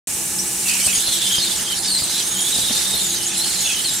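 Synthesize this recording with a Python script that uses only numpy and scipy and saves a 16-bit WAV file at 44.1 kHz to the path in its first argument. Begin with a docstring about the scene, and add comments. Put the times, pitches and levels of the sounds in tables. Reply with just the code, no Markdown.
"""Air hisses from the nozzle of an air-cushion machine and rushes into plastic film feeding over it.
It whistles through the narrow necks of the chambers in rough, gliding squeals, while the swelling
film crinkles and pops into shape with dull thumps. Underneath, the blower hums and rumbles.
The machine stands on a steel bench in a small workshop; the sound cuts in abruptly."""
import sys
import numpy as np
from scipy import signal
from scipy.io import wavfile

SR = 44100
rng = np.random.default_rng(int(sys.argv[2]) if len(sys.argv) > 2 else 0)


def unload_audio(sound):
    """Save the sound as a 16-bit wav file, at the path given as the first command line argument."""
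    columns = np.transpose(np.atleast_2d(sound))
    # keep every value between -1 and 1, then stretch to whole-number steps
    steps = np.round(np.clip(columns, -1, 1) * 32767)
    wavfile.write(sys.argv[1], SR, steps.astype(np.int16))


N = 176400
TIME = np.arange(N) / SR
FILM_FROM_S = .65   # the film reaches the nozzle

# Colour of the hiss from the bare nozzle: f/Hz, relative level/dB
BARE_JET_SPECTRUM = [(710, -54), (1200, -25), (1410, -21), (2010, -29), (2210, -22), (2650, -17),
                     (3210, -20), (3610, -12.5), (4880, -14), (5260, -14), (5850, -3), (6370, -7),
                     (7570, -2), (8510, 0.5), (10400, -6.5), (11400, -7), (11900, -13.5), (13900, -12),
                     (15500, -22)]
# Stereo image of the bare hiss: f/Hz, left-right likeness (clipped to 0-1)
BARE_JET_LIKENESS = [(1200, .6), (2400, 0), (3500, 2.5), (4400, -1.5), (5900, .75), (6800, 0.2), (7600, 1),
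                     (10500, .75), (12500, 0.2), (15000, .1)]
# Lean of the bare hiss: f/Hz, left minus right/dB
BARE_JET_BALANCE = [(60, 0.0), (130, 0.0), (290, 0.0), (640, -0.5), (1410, -1.5), (3100, -0.3),
                    (6820, -1.4), (15000, -0.33)]
# Colour of the hiss under the film: f/Hz, relative level/dB
COVERED_JET_SPECTRUM = [(1000, -27), (2000, -14.5), (2500, -14), (3300, -14.5), (5200, -14.5), (6100, -7),
                        (6800, -1.5), (7700, 0.5), (9400, 0), (11000, -6.5), (12200, -9), (14000, -11),
                        (15500, -21.5)]
# Fader ride of the hiss: t/s, level/dB
JET_FADER = [(0.1, -24), (0.44, -24), (0.8, -21.5), (0.86, -20), (0.87, -18.5), (0.88, -22.5),
             (1.85, -28.5), (1.88, -26.5), (2.4, -25.5), (2.42, -23.5), (2.43, -23.5), (2.92, -25),
             (3.28, -27.5), (3.31, -33), (3.37, -27), (3.38, -26), (3.43, -24.5), (3.96, -27)]
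# Colour of the air rushing into the chambers: f/Hz, relative level/dB
RUSH_SPECTRUM = [(500, -14), (1100, -19.5), (1700, -6.5), (2500, -5.5), (3400, 0), (4500, 2), (5600, 2.5),
                 (6800, -0.5), (8000, 0), (12000, -23)]
# Fader ride of the rush: t/s, relative level/dB
RUSH_FADER = [(0.5, -33), (0.66, -35), (0.7, -29), (1.79, -32), (1.8, -42), (1.86, -28), (1.93, -38.5),
              (1.99, -27), (2.02, -33), (2.22, -28.5), (2.27, -34.5), (2.46, -34.5), (2.48, -30),
              (2.64, -31), (2.7, -28), (3.09, -32), (3.67, -30.5), (3.96, -31)]
# Lead squeals of air through the film: t/s, length/s, first f/Hz, last f/Hz, relative level/dB
SQUEAL_CUES = [ (0.382, .028, 4940, 6170, -26), (0.649, 0.085, 2713, 2490, -31.5),
               (0.7, .08, 3100, 2755, -36), (0.745, 0.087, 2490, 2340, -37),
               (0.838, 0.031, 8000, 8200, -25), (0.861, 0.018, 8450, 8480, -21),
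               (0.873, 0.046, 2704, 2460, -31), (0.92, 0.066, 3300, 3200, -34),
               (0.93, 0.058, 9700, 9060, -28), (0.937, 0.068, 6800, 6300, -27),
               (1.02, .12, 4050, 4250, -32), (1.07, .12, 3600, 3150, -33), (1.2, .1, 3420, 3566, -29.5),
               (1.292, 0.024, 10600, 9490, -31.5), (1.304, 0.033, 3450, 3240, -27),
               (1.336, 0.059, 3220, 3190, -25.5), (1.305, .045, 12200, 12500, -40),
               (1.312, 0.089, 6650, 6360, -32.5), (1.38, .025, 5050, 4750, -28.5),
               (1.39, .025, 3510, 3740, -29), (1.405, 0.049, 4360, 4050, -28),
               (1.449, .04, 3600, 3550, -31), (1.545, 0.044, 8860, 8100, -33),
               (1.549, .06, 7100, 6920, -35), (1.658, .09, 3300, 3055, -30.5),
               (1.753, 0.072, 4100, 4290, -39), (1.818, 0.062, 5260, 4790, -34),
               (1.869, 0.12, 4610, 3950, -26), (1.875, 0.11, 8900, 8100, -30),
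               (2.032, 0.021, 9350, 7790, -25), (2.091, .12, 4080, 3970, -31.5),
               (2.161, 0.068, 3480, 3160, -35), (2.21, 0.14, 5900, 6900, -32),
               (2.351, 0.17, 6750, 6950, -33), (2.382, 0.13, 3210, 3520, -31.5),
               (2.409, 0.021, 9100, 9500, -27), (2.515, 0.056, 3686, 3950, -25),
               (2.549, 0.023, 9000, 9580, -28.5), (2.61, .11, 3850, 3600, -28),
               (2.73, .11, 3700, 3600, -30), (2.729, .06, 4150, 4050, -32),
               (2.848, 0.1263, 3600, 3765, -28.5), (2.943, .024, 12980, 13900, -33),
               (2.963, 0.022, 10100, 11160, -29), (2.96, .05, 4050, 4100, -33),
               (2.994, 0.076, 3720, 3520, -30.5), (3.005, 0.18, 7390, 6230, -30),
               (3.122, 0.066, 3980, 3780, -32.5), (3.16, .11, 3150, 2888, -39),
               (3.208, 0.029, 8350, 9200, -33.5), (3.254, .028, 6300, 7470, -28),
               (3.371, 0.025, 10700, 11200, -28), (3.385, 0.08, 3986, 4450, -29.5),
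               (3.47, 0.055, 4400, 4050, -36), (3.542, 0.089, 4286, 3980, -31),
               (3.598, 0.17, 6900, 6100, -31.5), (3.64, 0.18, 3486, 2938, -31.5),
               (3.645, 0.095, 2700, 2600, -33.5), (3.839, .07, 4430, 3770, -27),
               (3.845, .035, 8810, 8260, -32), (3.897, .11, 7400, 7420, -32.5)]
# Broad resonance of the neck being filled: t/s, f/Hz, relative level/dB
NECK_PATH = [(0.58, 2590, -39.5), (0.76, 2553, -30), (0.9, 2700, -38.5), (1.08, 3900, -27),
             (1.3, 3600, -28), (1.459, 3905, -28), (1.65, 3400, -35.5), (1.8, 4300, -35.5),
             (1.92, 4293, -29), (2.05, 3920, -32), (2.16, 3785, -34), (2.32, 3506, -33), (2.6, 3902, -30),
             (2.92, 3747, -31.5), (3.3, 3218, -38), (3.45, 4220, -33), (3.7, 3200, -32), (4.0, 3800, -35)]
# Chambers popping into shape, each with its ring: t/s, level/dB, f/Hz
POP_CUES = [(0.865, -32, 110), (0.873, -31, 300), (0.979, -35, 190), (1.081, -36, 130), (1.382, -33, 140),
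            (2.021, -28, 140), (2.562, -30, 260.7), (2.585, -30, 200), (2.633, -29, 100),
            (2.696, -30, 198.8), (2.706, -20, 236), (2.755, -31, 190), (2.938, -28, 420), (2.949, -31, 110)]
# Colour of the puff of air in a pop: f/Hz, relative level/dB
PUFF_SPECTRUM = [(30, -15), (80, 5), (250, -3.5), (450, -1.5), (900, -2.5), (2000, -12.5), (5000, -28)]
# Colour of the crinkling film: f/Hz, relative level/dB
CRINKLE_SPECTRUM = [(400, -14), (1500, 2), (4000, 0.5), (9000, -4.5), (15000, -6)]
# Hum of the blower and drive: f/Hz, level/dB, width/Hz, steady share (0-1)
BLOWER_TONES = [(188.6, -44, 14.8, 0.31), (343, -46, 8.7, 0.48), (251.2, -56.5, 23, 0.07),
                (793, -56, 5, 0.64), (832, -59, 6.4, 0.7), (856, -49.5, 3.9, 0.93), (1714, -49.5, 50, 0)]
# Colour of the blower's rumble: f/Hz, relative level/dB
RUMBLE_SPECTRUM = [(20, -26), (32, -19), (55, -2.5), (90, -1.5), (160, -0.5), (280, -2.5), (400, -3),
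                   (560, -9), (750, -5.5), (950, -10), (1400, -9), (2000, -10), (2800, -29)]
# Brief, wide swells of bass: t/s, length/s, level/dB
BASS_SWELLS = [(2.095, .09, -52), (2.35, 0.064, -50), (2.563, 0.043, -43), (2.76, .05, -51.5),
               (2.975, 0.088, -48), (3.134, 0.14, -43), (3.25, 0.14, -48)]
# Default stereo image of the noise layers: f/Hz, left-right likeness (0-1)
NOISE_LIKENESS = [(40, 1), (350, 1), (600, .9), (1100, .62), (2000, .55), (3200, .85), (4500, .5),
                  (6500, .42), (8500, .42), (12500, .08)]
# Default lean of the noise layers: f/Hz, left minus right/dB
NOISE_BALANCE = [(250, -1.5), (1100, -1), (2200, -3), (5000, -0.5), (8500, -3), (10500, -10), (12500, 1)]


def airflow():
    """The bare jet hisses evenly; once film covers it, hiss and rush scatter and tremble together."""
    (jet_db,), (rush_db,) = in_time(JET_FADER), in_time(RUSH_FADER)
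    covered = np.interp(TIME, [.6, 1], [0, 1])   # the film slides over the nozzle
    filling = np.clip(TIME / FILM_FROM_S, 0, 1) ** 8
    tremble_db = filling * (.98 * drift(25) + .5 * drift(130))
    bare = from_db(.5) * air_noise(BARE_JET_SPECTRUM, flicker_db=1.1, flicker_per_s=28,
                                   likeness=BARE_JET_LIKENESS, balance=BARE_JET_BALANCE)
    under_film = air_noise(COVERED_JET_SPECTRUM, flicker_db=2.08, flicker_per_s=23)
    jet = from_db(jet_db) * (np.sqrt(1 - covered) * bare + np.sqrt(covered) * under_film)
    rush = from_db(rush_db + 3.5) * air_noise(RUSH_SPECTRUM, flicker_db=2.95, flicker_per_s=20.4)
    return (jet + filling * rush) * from_db(tremble_db)


def whistle(length, first_hz, last_hz, db, attack_s=.0098, release_s=.012, wobble_hz=58, flutter_db=2.2):
    """One breathy whistle: the gap in the film flutters while its pitch glides."""
    t = TIME[:int(length * SR)]
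    hz = np.geomspace(first_hz, last_hz, len(t)) + wobble_hz * drift(40, len(t))
    envelope = np.clip(np.minimum(t / attack_s, (length - t) / release_s), 0, 1)
    tone = resonance(hz, width_hz=270, pure_share=.64)
    flutter = from_db(flutter_db * drift(72, len(t)))
    return from_db(db) * rms_one(tone * flutter * envelope)


def squeals(stray_count=45, squeak_count=110, glide_range=.1635):
    """Air squeezes through the film: lead squeals, strays near the neck's pitch, faint high squeaks."""
    track, film_s = np.zeros(N), N / SR - FILM_FROM_S
    neck_s, neck_hz, neck_db = np.transpose(NECK_PATH)
    squeaks, strays = rng.random((squeak_count, 4)), rng.random((stray_count, 4))
    for s, length, first_hz, last_hz, db in SQUEAL_CUES:
        add(track, s, whistle(length, first_hz, last_hz, db + 2))
    for when, span, pitch, glide in strays:
        s = FILM_FROM_S + when * film_s
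        hz = np.interp(s, neck_s, neck_hz) * (.8 + .4 * pitch)
        last_hz = hz * (1 + glide_range * (glide - .5))
        db = np.interp(s, neck_s, neck_db) - 1.5
        add(track, s, whistle(.0519 * (.5 + span), hz, last_hz, db))
    for when, span, pitch, glide in squeaks:
        hz = 5905 * (11480 / 5905) ** pitch   # anywhere from 5905 to 11480 Hz
        last_hz = hz * (1 + glide_range * (glide - .5))
        add(track, FILM_FROM_S + when * film_s, whistle(.032 * (.5 + span), hz, last_hz, db=-35.5))
    return in_room(track, wet_db=-5)


def neck():
    """Air rings broadly in the neck of a chamber, its pitch moving as the film passes."""
    hz, db = in_time(NECK_PATH)
    ring = bandpass(resonance(hz, width_hz=1200), 2000, 6500)
    flicker_db = 1.6 * drift(22)
    return in_room(ring * from_db(db - 2 + flicker_db), wet_db=-1)


def film_pops(snap_hz=750, snap_decay_s=.0007, ring_peak_s=.0029):
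    """A chamber pops into shape: a papery snap, a short dull ring and a puff of air."""
    knocks, puff_hits, t = np.zeros(N), np.zeros(N), TIME[:SR // 10]
    snap = from_db(-21) * np.sin(2 * np.pi * snap_hz * t) * np.exp(-t / snap_decay_s)
    ring_envelope = t / ring_peak_s * np.exp(1 - t / ring_peak_s)
    for s, db, hz in POP_CUES:
        strength = from_db(.3 * (db + 32))   # snap and puff vary less than the ring
        ring = from_db(db) * np.sin(2 * np.pi * hz * t) * ring_envelope
        add(knocks, s, strength * snap + ring)
        add(puff_hits, s, strength * from_db([-32]))
    air = air_noise(PUFF_SPECTRUM, flicker_db=2.5, flicker_per_s=6.8)
    return knocks + bursts(puff_hits, decay_s=.0092) * air


def film_crinkle(creases_per_s=60):
    """The swelling film creases at random, each crease a tiny tick of noise."""
    creases = (rng.random(N) < creases_per_s / SR) * (TIME > FILM_FROM_S)
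    accents = from_db(2.8 * np.minimum(rng.exponential(1, N), 2))
    envelope = rms_one(bursts(creases * accents, decay_s=.003))
    return from_db(-43) * envelope * air_noise(CRINKLE_SPECTRUM, flicker_db=5.5, flicker_per_s=24)


def blower():
    """Wavering motor tones over a bed of rumble."""
    hum = sum(from_db(db) * resonance(np.full(N, hz), width, steady)
              for hz, db, width, steady in BLOWER_TONES)
    return hum + from_db(-38) * air_noise(RUMBLE_SPECTRUM, flicker_db=1.5, flicker_per_s=10)


def wide_bass():
    """Short swells of low noise, opposite in polarity at the two ears."""
    swell = np.zeros(N)
    for s, length, db in BASS_SWELLS:
        add(swell, s, from_db(db) * np.sin(np.linspace(0, np.pi, int(length * SR))))
    bass = bandpass(rng.standard_normal(N), 70, 220, order=3)
    return swell * rms_one(bass) * [[1], [-1]]


def in_room(x, wet_db, t60_s=.17):
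    """The workshop adds dense, quickly dying reflections, different on each side."""
    t = TIME[:SR // 3]
    tail = rng.standard_normal((2, len(t))) * from_db(-60 * t / t60_s)
    tail /= np.sqrt(np.sum(tail ** 2, axis=1, keepdims=True))
    reflections = signal.fftconvolve(x[None], tail, axes=1)[:, :N]
    return pan(-.4) * (x + from_db(wet_db) * reflections)


def resonance(hz, width_hz, pure_share=0):
    """Turbulence rings around a pitch; a share of its power locks into a pure tone."""
    phase = 2 * np.pi * np.cumsum(hz) / SR
    breath = drift(width_hz / 2, len(hz)) * np.cos(phase) + drift(width_hz / 2, len(hz)) * np.sin(phase)
    return np.sqrt(1 - pure_share) * breath + np.sqrt(2 * pure_share) * np.sin(phase)


def air_noise(spectrum, flicker_db, flicker_per_s, likeness=NOISE_LIKENESS, balance=NOISE_BALANCE):
    """Stereo noise in bands, each with its own level, flicker, width and pan; unit rms in the middle."""
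    edges = np.r_[np.geomspace(22, 2000, 13)[:-1], np.geomspace(2000, 5000, 6)[:-1],
                  np.geomspace(5000, 16500, 17)]
    white, mix = rng.standard_normal((2, 2, N)), 0
    for k, (low, high) in enumerate(zip(edges, edges[1:])):
        if high < spectrum[0][0] or low > spectrum[-1][0]:
            continue
        hz = np.sqrt(low * high)
        mid, side = bandpass(white[k % 2], low, high)
        alike = np.clip(at_hz(likeness, hz), 0, 1)
        width = np.sqrt((1 - alike) / (1 + alike))
        gain = from_db(at_hz(spectrum, hz) + flicker_db * drift(flicker_per_s))
        mix = mix + gain * pan(at_hz(balance, hz)) * (mid + width * side * [[1], [-1]])
    return mix / np.sqrt(np.mean(mix.mean(0) ** 2))


def drift(per_s, size=N):
    """Smooth random modulation of unit rms, changing about per_s times a second."""
    pole = np.exp(-16 * np.pi * per_s / SR)   # runs at an eighth of the sample rate
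    white = rng.standard_normal(size // 8 + 4002)
    slow = signal.lfilter([1], [1, -2 * pole, pole * pole], white)[4000:]
    return np.interp(np.arange(size) / 8, np.arange(len(slow)), rms_one(slow))


def bursts(hits, decay_s):
    """An envelope that jumps at each hit and dies away."""
    return signal.lfilter([1], [1, -np.exp(-1 / (decay_s * SR))], hits + 1e-18)


def bandpass(x, low_hz, high_hz, order=2):
    """Roll off the lows and highs around a band."""
    return signal.sosfilt(signal.butter(order, [low_hz, high_hz], "band", fs=SR, output="sos"), x)


def from_db(db):
    """Decibels to gain."""
    return 10 ** (np.asarray(db) / 20)


def rms_one(x):
    """Scale to unit rms."""
    return x / np.sqrt(np.mean(x ** 2) + 1e-20)


def in_time(rows):
    """Each column of an automation curve at every sample."""
    s, *columns = np.transpose(rows)
    return [np.interp(TIME, s, column) for column in columns]


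def at_hz(points, hz):
    """Read a curve on a log-frequency axis."""
    f, value = np.transpose(points)
    return np.interp(np.log(hz), np.log(f), value)


def pan(db):
    """Left and right gains for a level difference."""
    return from_db(np.array([[db], [-db]]) / 2)


def add(track, s, sound):
    """Mix a sound in at s seconds."""
    i = int(np.clip(s * SR, 0, N - 1))
    track[i:i + len(sound)] += sound[:N - i]


def scene():
    """Lay down the low bed, then the air and the film on top."""
    return blower() + wide_bass() + airflow() + neck() + squeals() + film_pops() + film_crinkle()


def record(dry, start_s=.072, ceiling=.8, cutoff_hz=15700):
    """Round off the highest peaks, cut in hard and trim the very top."""
    rounded = dry / (1 + (dry / ceiling) ** 4) ** .25
    lowpass = signal.ellip(10, .1, 80, cutoff_hz, fs=SR, output="sos")
    return signal.sosfilt(lowpass, rounded * (TIME >= start_s))


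dry = scene()
out = record(dry)
unload_audio(out)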